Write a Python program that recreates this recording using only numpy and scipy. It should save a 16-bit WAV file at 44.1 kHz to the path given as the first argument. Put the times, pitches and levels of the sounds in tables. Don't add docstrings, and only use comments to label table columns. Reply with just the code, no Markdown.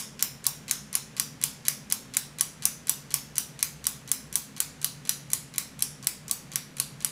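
import sys
import numpy as np
from scipy import signal
from scipy.fft import rfft, irfft, next_fast_len
from scipy.io import wavfile
from scipy.ndimage import uniform_filter1d

SR = 44100
rng = np.random.default_rng(int(sys.argv[2]) if len(sys.argv) > 2 else 0)


def store_wav(level_fs):
    pcm = np.round(np.clip(np.atleast_2d(level_fs), -1, 1) * 32767)
    wavfile.write(sys.argv[1], SR, pcm.T.astype(np.int16))


def attenuation_scalar(level_db):
    decades = np.asarray(level_db, float) / 20
    return 10 ** decades


N = 313551
LEAD_SAMPLES = 2000
LONG = N + LEAD_SAMPLES

# frequency
# in Hz, level in dB, t60 in seconds.
BODY_MODES = [(1104, -4, 0.04), (1575, 3.5, 0.0073), (1977, -5, 0.018), (2310, 8, 0.0051),
              (2975, -1.5, 0.017), (3353, -3, 0.03), (4036, 7, 0.0079), (4645, 3, 0.0068),
              (5354, 3, 0.0054), (5130, -13.5, 0.0085), (5860, -0.5, 0.023), (6100, -0.5, 0.01),
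              (6430, 5, 0.0063), (7400, 10, 0.0027), (7150, -4.5, 0.018), (7930, -5, 0.029),
              (8014, -3.5, 0.0075), (8600, -4, 0.016), (9395, 1.5, 0.011), (9755, -2.5, 0.0063),
              (9980, 5.5, 0.0068), (10820, -7, 0.018), (11380, -2, 0.02), (11400, -27.5, 0.026),
              (12300, -8, 0.022), (13470, 0, 0.0064), (13900, -4, 0.0049), (15200, -12, 0.0057),
              (15400, -10, 0.0093)]
BODY_HZ, BODY_DB, BODY_T60_S = np.transpose(BODY_MODES)
GROUP_EDGES_HZ = [1300, 2500, 5000, 7500, 11500]
# frequency in Hz, level in dB, t60 in seconds.
ROOM_TAIL = [(786, 5.5, 0.23), (1470, -8, 0.31), (2580, -8, 0.33), (4140, -8, 0.36), (5980, -10.5, 0.43),
             (8100, -16.5, 0.31), (10300, -17, 0.35), (13900, -16, 0.24), (16000, -72, 0.073)]
# delay in ms, level in dB.
WALL_ECHOES = [(4.6, -17), (8.2, -25), (14.6, -25), (17.5, -24), (21.5, -23), (25.5, -25)]
# frequency in Hz, width in Hz, rms level in dB.
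HUM_MODES = [(62.3, 5.9, -64), (117.3, 7.3, -69), (141.8, 20.7, -52), (156.8, 13.5, -62), (208.7, 33, -56),
             (238.5, 20, -70), (262.2, 10.5, -61.5)]
# frequency in Hz, density in dB per Hz.
HISS_SPECTRUM = [(26, -10), (40, -10), (90, -3), (280, -6), (500, -4.5), (700, -10), (2000, -10.5),
                 (4000, -17), (7000, -20.5), (11000, -27), (16000, -36.5)]
# lock in seconds, unlocking in ms before it, push in ms before it.
TICKS = [(0.2256, 32.7, 18), (0.7112, 30.4, 15.5), (1.1982, 31.6, 18.2), (1.683, 31, 16.3),
         (2.1691, 31.2, 20.4), (2.6544, 31.6, 19), (3.1414, 35.7, 21.7), (3.6279, 36.8, 21.8),
         (4.1162, 39.7, 25), (4.6034, 39, 24.6), (5.0933, 41.5, 20), (5.5817, 42.5, 22.2),
         (6.0705, 43.4, 26), (6.558, 40.5, 22.8), (7.0471, 42.2, 23.5)]
# lock in seconds, unlocking and push in ms before it.
TOCKS = [(-0.019, 25, 13), (0.4668, 25, 13), (0.9531, 24.4, 13.5), (1.4384, 24.3, 12.9),
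         (1.9239, 23.4, 12.2), (2.4098, 24.4, 14.2), (2.8951, 24.3, 12.9), (3.3817, 25.5, 14.5),
         (3.8684, 26.8, 14.6), (4.3562, 29.2, 17.1), (4.8448, 29.4, 16.6), (5.3335, 31.3, 17.3),
         (5.8233, 31.2, 17.7), (6.312, 31, 16.9), (6.8001, 31.7, 16.7)]
# tick level in dB, tock level in dB,
# drift in dB per second as the carriage turns away, share of the lock's strength (ratio).
LOCK_GROUPS = [
    (-32.5, -29.5, -0.9, 0.11),
    (-27.5, -33, -0.5, 0.33),
    (-28, -27.5, -0.16, 0.077),
    (-19, -20.5, -0.6, 0.5),
]
# strength in dB, extra above 11.5 kHz in dB.
TEETH = [(-10.5, 7.5), (-10, 1), (-10.5, 3), (-8.5, 3), (-9.5, 3), (-6.5, 2), (-9, 4), (-9.5, 3.5),
         (-9.5, 4.5), (-10, 0.5), (-8.5, 0.5), (-9, 0), (-9, 2), (-14, 3), (-10, -1.5), (-8.5, -1),
         (-10.5, 5.5), (-10, 0.5), (-8, 0), (-10.5, 3), (-8.5, 0), (-8, 4.5), (-9, 2), (-9, 2.5), (-8, 3.5),
         (-11, 3), (-6.5, -3), (-7.5, -3), (-9.5, 2), (-10, -3)]
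# usual lead in ms, level there in dB,
# level slope in dB per ms more lead, dullness in dB, dullness slope in dB per ms.
TICK_UNLOCK = (30.5, -31, -0.45, -0.5, -0.14)
TICK_REBOUND = (24, -37, -0.62, 10, 0.2)
TICK_PUSH = (16, -32.5, -0.7, -1.5, -1.1)
TOCK_UNLOCK = (23, -30, -0.45, -9, -0.1)
TOCK_PUSH = (12.5, -30.5, -0.9, 5, -2.5)

USUAL_LOCK_DB, HISS_DB = -9.5, -53
REBOUND_SHARE = 0.8
ONE_BLOW_HZ = 4000
DULL_PIVOT_HZ = 6500
TOP_CUT_HZ = 16150


def contacts(times_s, mode_db, spread_s, uneven_db, fall_db, count):
    facing, all_round = np.zeros((2, len(BODY_HZ), LONG))
    step = np.arange(count)
    jitter = .8 * rng.random((len(times_s), count)) * (step > 0)
    late_s = spread_s * (step + jitter) / count
    at = LEAD_SAMPLES + ((times_s[:, None] + late_s) * SR).astype(int)
    at = np.minimum(at, LONG - 1)
    sign_draw, level_draw = rng.standard_normal((2, len(times_s), len(BODY_HZ), count))

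    slowness = np.maximum(ONE_BLOW_HZ / BODY_HZ[:, None], 1)
    fade_db = fall_db * slowness * np.maximum(step - 1, 0) / count
    first_db = -8 * (step == 0)
    strength = np.sign(sign_draw) * attenuation_scalar(uneven_db * level_draw - fade_db + first_db)
    strength /= np.sqrt(np.sum(strength ** 2, axis=2, keepdims=True))
    for k in range(len(BODY_HZ)):
        np.add.at(facing[k], at, attenuation_scalar(mode_db[:, k, None]) * strength[:, k])
        all_round[k, at[:, 0]] = attenuation_scalar(mode_db[:, k] + 1.2 * sign_draw[:, k, 0])
    return np.array([facing, all_round])


def locks():
    times_s = np.array(TICKS + TOCKS)[:, 0]
    tooth_db, edge_db = np.transpose(TEETH)[:, :, None]
    tick_db, tock_db, turn_db_per_s, share = np.transpose(LOCK_GROUPS)
    pallet_db = np.r_[[tick_db] * len(TICKS), [tock_db] * len(TOCKS)]
    lower_db = pallet_db + turn_db_per_s * times_s[:, None] + share * (tooth_db - USUAL_LOCK_DB)
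    group_db = np.c_[lower_db, tooth_db - 6.5, tooth_db + edge_db - 9]
    mode_db = group_db[:, np.searchsorted(GROUP_EDGES_HZ, BODY_HZ)]
    stop = contacts(times_s - .0004, mode_db, spread_s=.002, uneven_db=1.5, fall_db=28, count=8)
    bank = contacts(times_s - .0024, mode_db - 32, spread_s=.001, uneven_db=3, fall_db=19, count=3)
    return stop + bank


def touch(lock_s, lead_ms, usual_ms, db, db_per_ms, dull_db, dull_db_per_ms):
    extra_ms = lead_ms - usual_ms
    return np.c_[lock_s - lead_ms / 1000, db + db_per_ms * extra_ms, dull_db + dull_db_per_ms * extra_ms]


def fork():
    tick_s, tick_unlock_ms, tick_push_ms = np.transpose(TICKS)
    tock_s, tock_unlock_ms, tock_push_ms = np.transpose(TOCKS[1:])
    return np.r_[touch(tick_s, tick_unlock_ms, *TICK_UNLOCK),
                 touch(tick_s, REBOUND_SHARE * tick_unlock_ms, *TICK_REBOUND),
                 touch(tick_s, tick_push_ms, *TICK_PUSH),
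                 touch(tock_s, tock_unlock_ms, *TOCK_UNLOCK),
                 touch(tock_s, tock_push_ms, *TOCK_PUSH)]


def pushes():
    times_s, peak_db, dull_db = np.hsplit(fork(), 3)
    octaves = np.log2(BODY_HZ / DULL_PIVOT_HZ)
    mode_db = peak_db - 7 - np.clip(octaves, -.6, .6) * dull_db
    mode_db = mode_db - 5 * np.maximum(octaves, 0) ** 2 - 3.5 * np.maximum(-octaves, 0)
    return contacts(times_s[:, 0] - .0003, mode_db, spread_s=.003, uneven_db=2, fall_db=22, count=8)


def scrape():
    times_s, peak_db, _ = fork().T
    starts = np.zeros(LONG)
    starts[LEAD_SAMPLES + (times_s * SR).astype(int)] = attenuation_scalar(peak_db - 27)
    drag = signal.lfilter([1], [1, -np.exp(-1 / (0.01 * SR))], starts)
    grains = np.zeros((len(BODY_HZ), LONG))
    hit = rng.random(LONG) < 5000 / SR
    grains[:, hit] = rng.standard_normal((len(BODY_HZ), hit.sum()))
    octaves_up = np.maximum(np.log2(BODY_HZ[:, None] / DULL_PIVOT_HZ), 0)
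    return drag * grains * attenuation_scalar(-4 * octaves_up)


def ring(clicks, hz, t60_s):
    radius, angle = attenuation_scalar(-60 / (t60_s * SR)), 2 * np.pi * hz / SR
    poles = [1, -2 * radius * np.cos(angle), radius * radius]
    return signal.lfilter([.5, 0, -.5], poles, clicks + 1e-18)


def escapement():
    facing, all_round = locks() + pushes()
    facing = facing + scrape()
    t60_s = np.minimum(BODY_T60_S, .011 + 40 / BODY_HZ + .02 * (BODY_HZ < 1300))
    edges_hz = np.r_[700, (BODY_HZ[1:] + BODY_HZ[:-1]) / 2, 17000]
    direct = blurred = 0
    for k, (hz, db) in enumerate(zip(BODY_HZ, BODY_DB)):
        direct = direct + ring(facing[k] * attenuation_scalar(db), hz, t60_s[k])
        band = signal.firwin(129, edges_hz[k:k + 2], pass_zero=False, scale=False, fs=SR)
        blurred = blurred + signal.oaconvolve(all_round[k] * attenuation_scalar(11 + db / 3), band)[:LONG]
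    no_lows = signal.butter(3, 880, "high", fs=SR, output="sos")
    return signal.sosfilt(no_lows, [direct, blurred])


def at_hz(hz, points, column=1):
    table = np.array(points)
    return np.interp(np.log(np.maximum(hz, 1)), np.log(table[:, 0]), table[:, column])


def room(direct, blurred):
    t = np.arange(SR // 3) / SR
    white = rng.standard_normal((2, 4, len(t)))
    tail = 0
    edges_hz = 600 * 2 ** np.arange(0, 5.1, 1 / 3)
    for k, (low, high) in enumerate(zip(edges_hz, edges_hz[1:])):
        hz = np.sqrt(low * high)
        third_octave = signal.butter(2, [low, high], "band", fs=SR, output="sos")
        decay_db = at_hz(hz, ROOM_TAIL) - 60 * t / at_hz(hz, ROOM_TAIL, column=2)
        tail = tail + signal.sosfilt(third_octave, white[k % 2]) * attenuation_scalar(decay_db)
    tail = tail * attenuation_scalar(-7) * np.clip((t - .002) / 0.00067, 0, 1)

    echoes = np.zeros(SR // 20)
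    echoes[0] = 1
    for delay_ms, db in WALL_ECHOES:
        echoes[round(delay_ms * SR / 1000)] = attenuation_scalar(db)

    turn = 2 * np.pi * np.arange(LONG) / SR * np.array([[.9], [.37]])
    path_mix = np.r_[np.cos(turn), np.sin(turn)] / np.sqrt(2)
    sent = (blurred + attenuation_scalar(-27) * direct) * path_mix
    diffuse = signal.fftconvolve(sent, tail, axes=1)[:, :LONG].sum(axis=0)
    return signal.fftconvolve(direct, echoes)[:LONG] + diffuse


def rms_one(x):
    return x / np.sqrt(np.mean(x ** 2))


def hum():
    out = 0
    for hz, width_hz, db in HUM_MODES:
        radius = np.exp(-np.pi * width_hz * 1.5 / SR)
        poles = [1, -2 * radius * np.cos(2 * np.pi * hz / SR), radius * radius]
        once = signal.lfilter([1, 0, -1], poles, rng.standard_normal(N + SR))
        twice = signal.lfilter([1, 0, -1], poles, once)
        out = out + attenuation_scalar(db) * rms_one(twice[SR:])
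    return out


def hiss():
    size = next_fast_len(N)
    colour = attenuation_scalar(at_hz(np.fft.rfftfreq(size, 1 / SR), HISS_SPECTRUM))
    noise = irfft(rfft(rng.standard_normal(size)) * colour, size)[:N]
    return attenuation_scalar(HISS_DB) * rms_one(noise)


def scene():
    beats = room(*escapement())[LEAD_SAMPLES:]
    return (beats + hum() + hiss())[None]


def band_limit(x):
    return signal.sosfilt(signal.butter(12, 17080, fs=SR, output="sos"), x)


def record(dry):
    dry = 1.3 * np.tanh(dry / 1.3)
    steep = signal.cheby2(12, 40, TOP_CUT_HZ, fs=SR, output="sos")
    cut = signal.sosfiltfilt(steep, dry)
    top = signal.sosfiltfilt(signal.butter(14, 16450, fs=SR, output="sos"), dry - cut)
    loud = np.clip(uniform_filter1d(np.abs(dry), size=128) / attenuation_scalar(-23) - 1, 0, 1)
    return band_limit(cut + loud * top)


dry = scene()
out = record(dry)
store_wav(out)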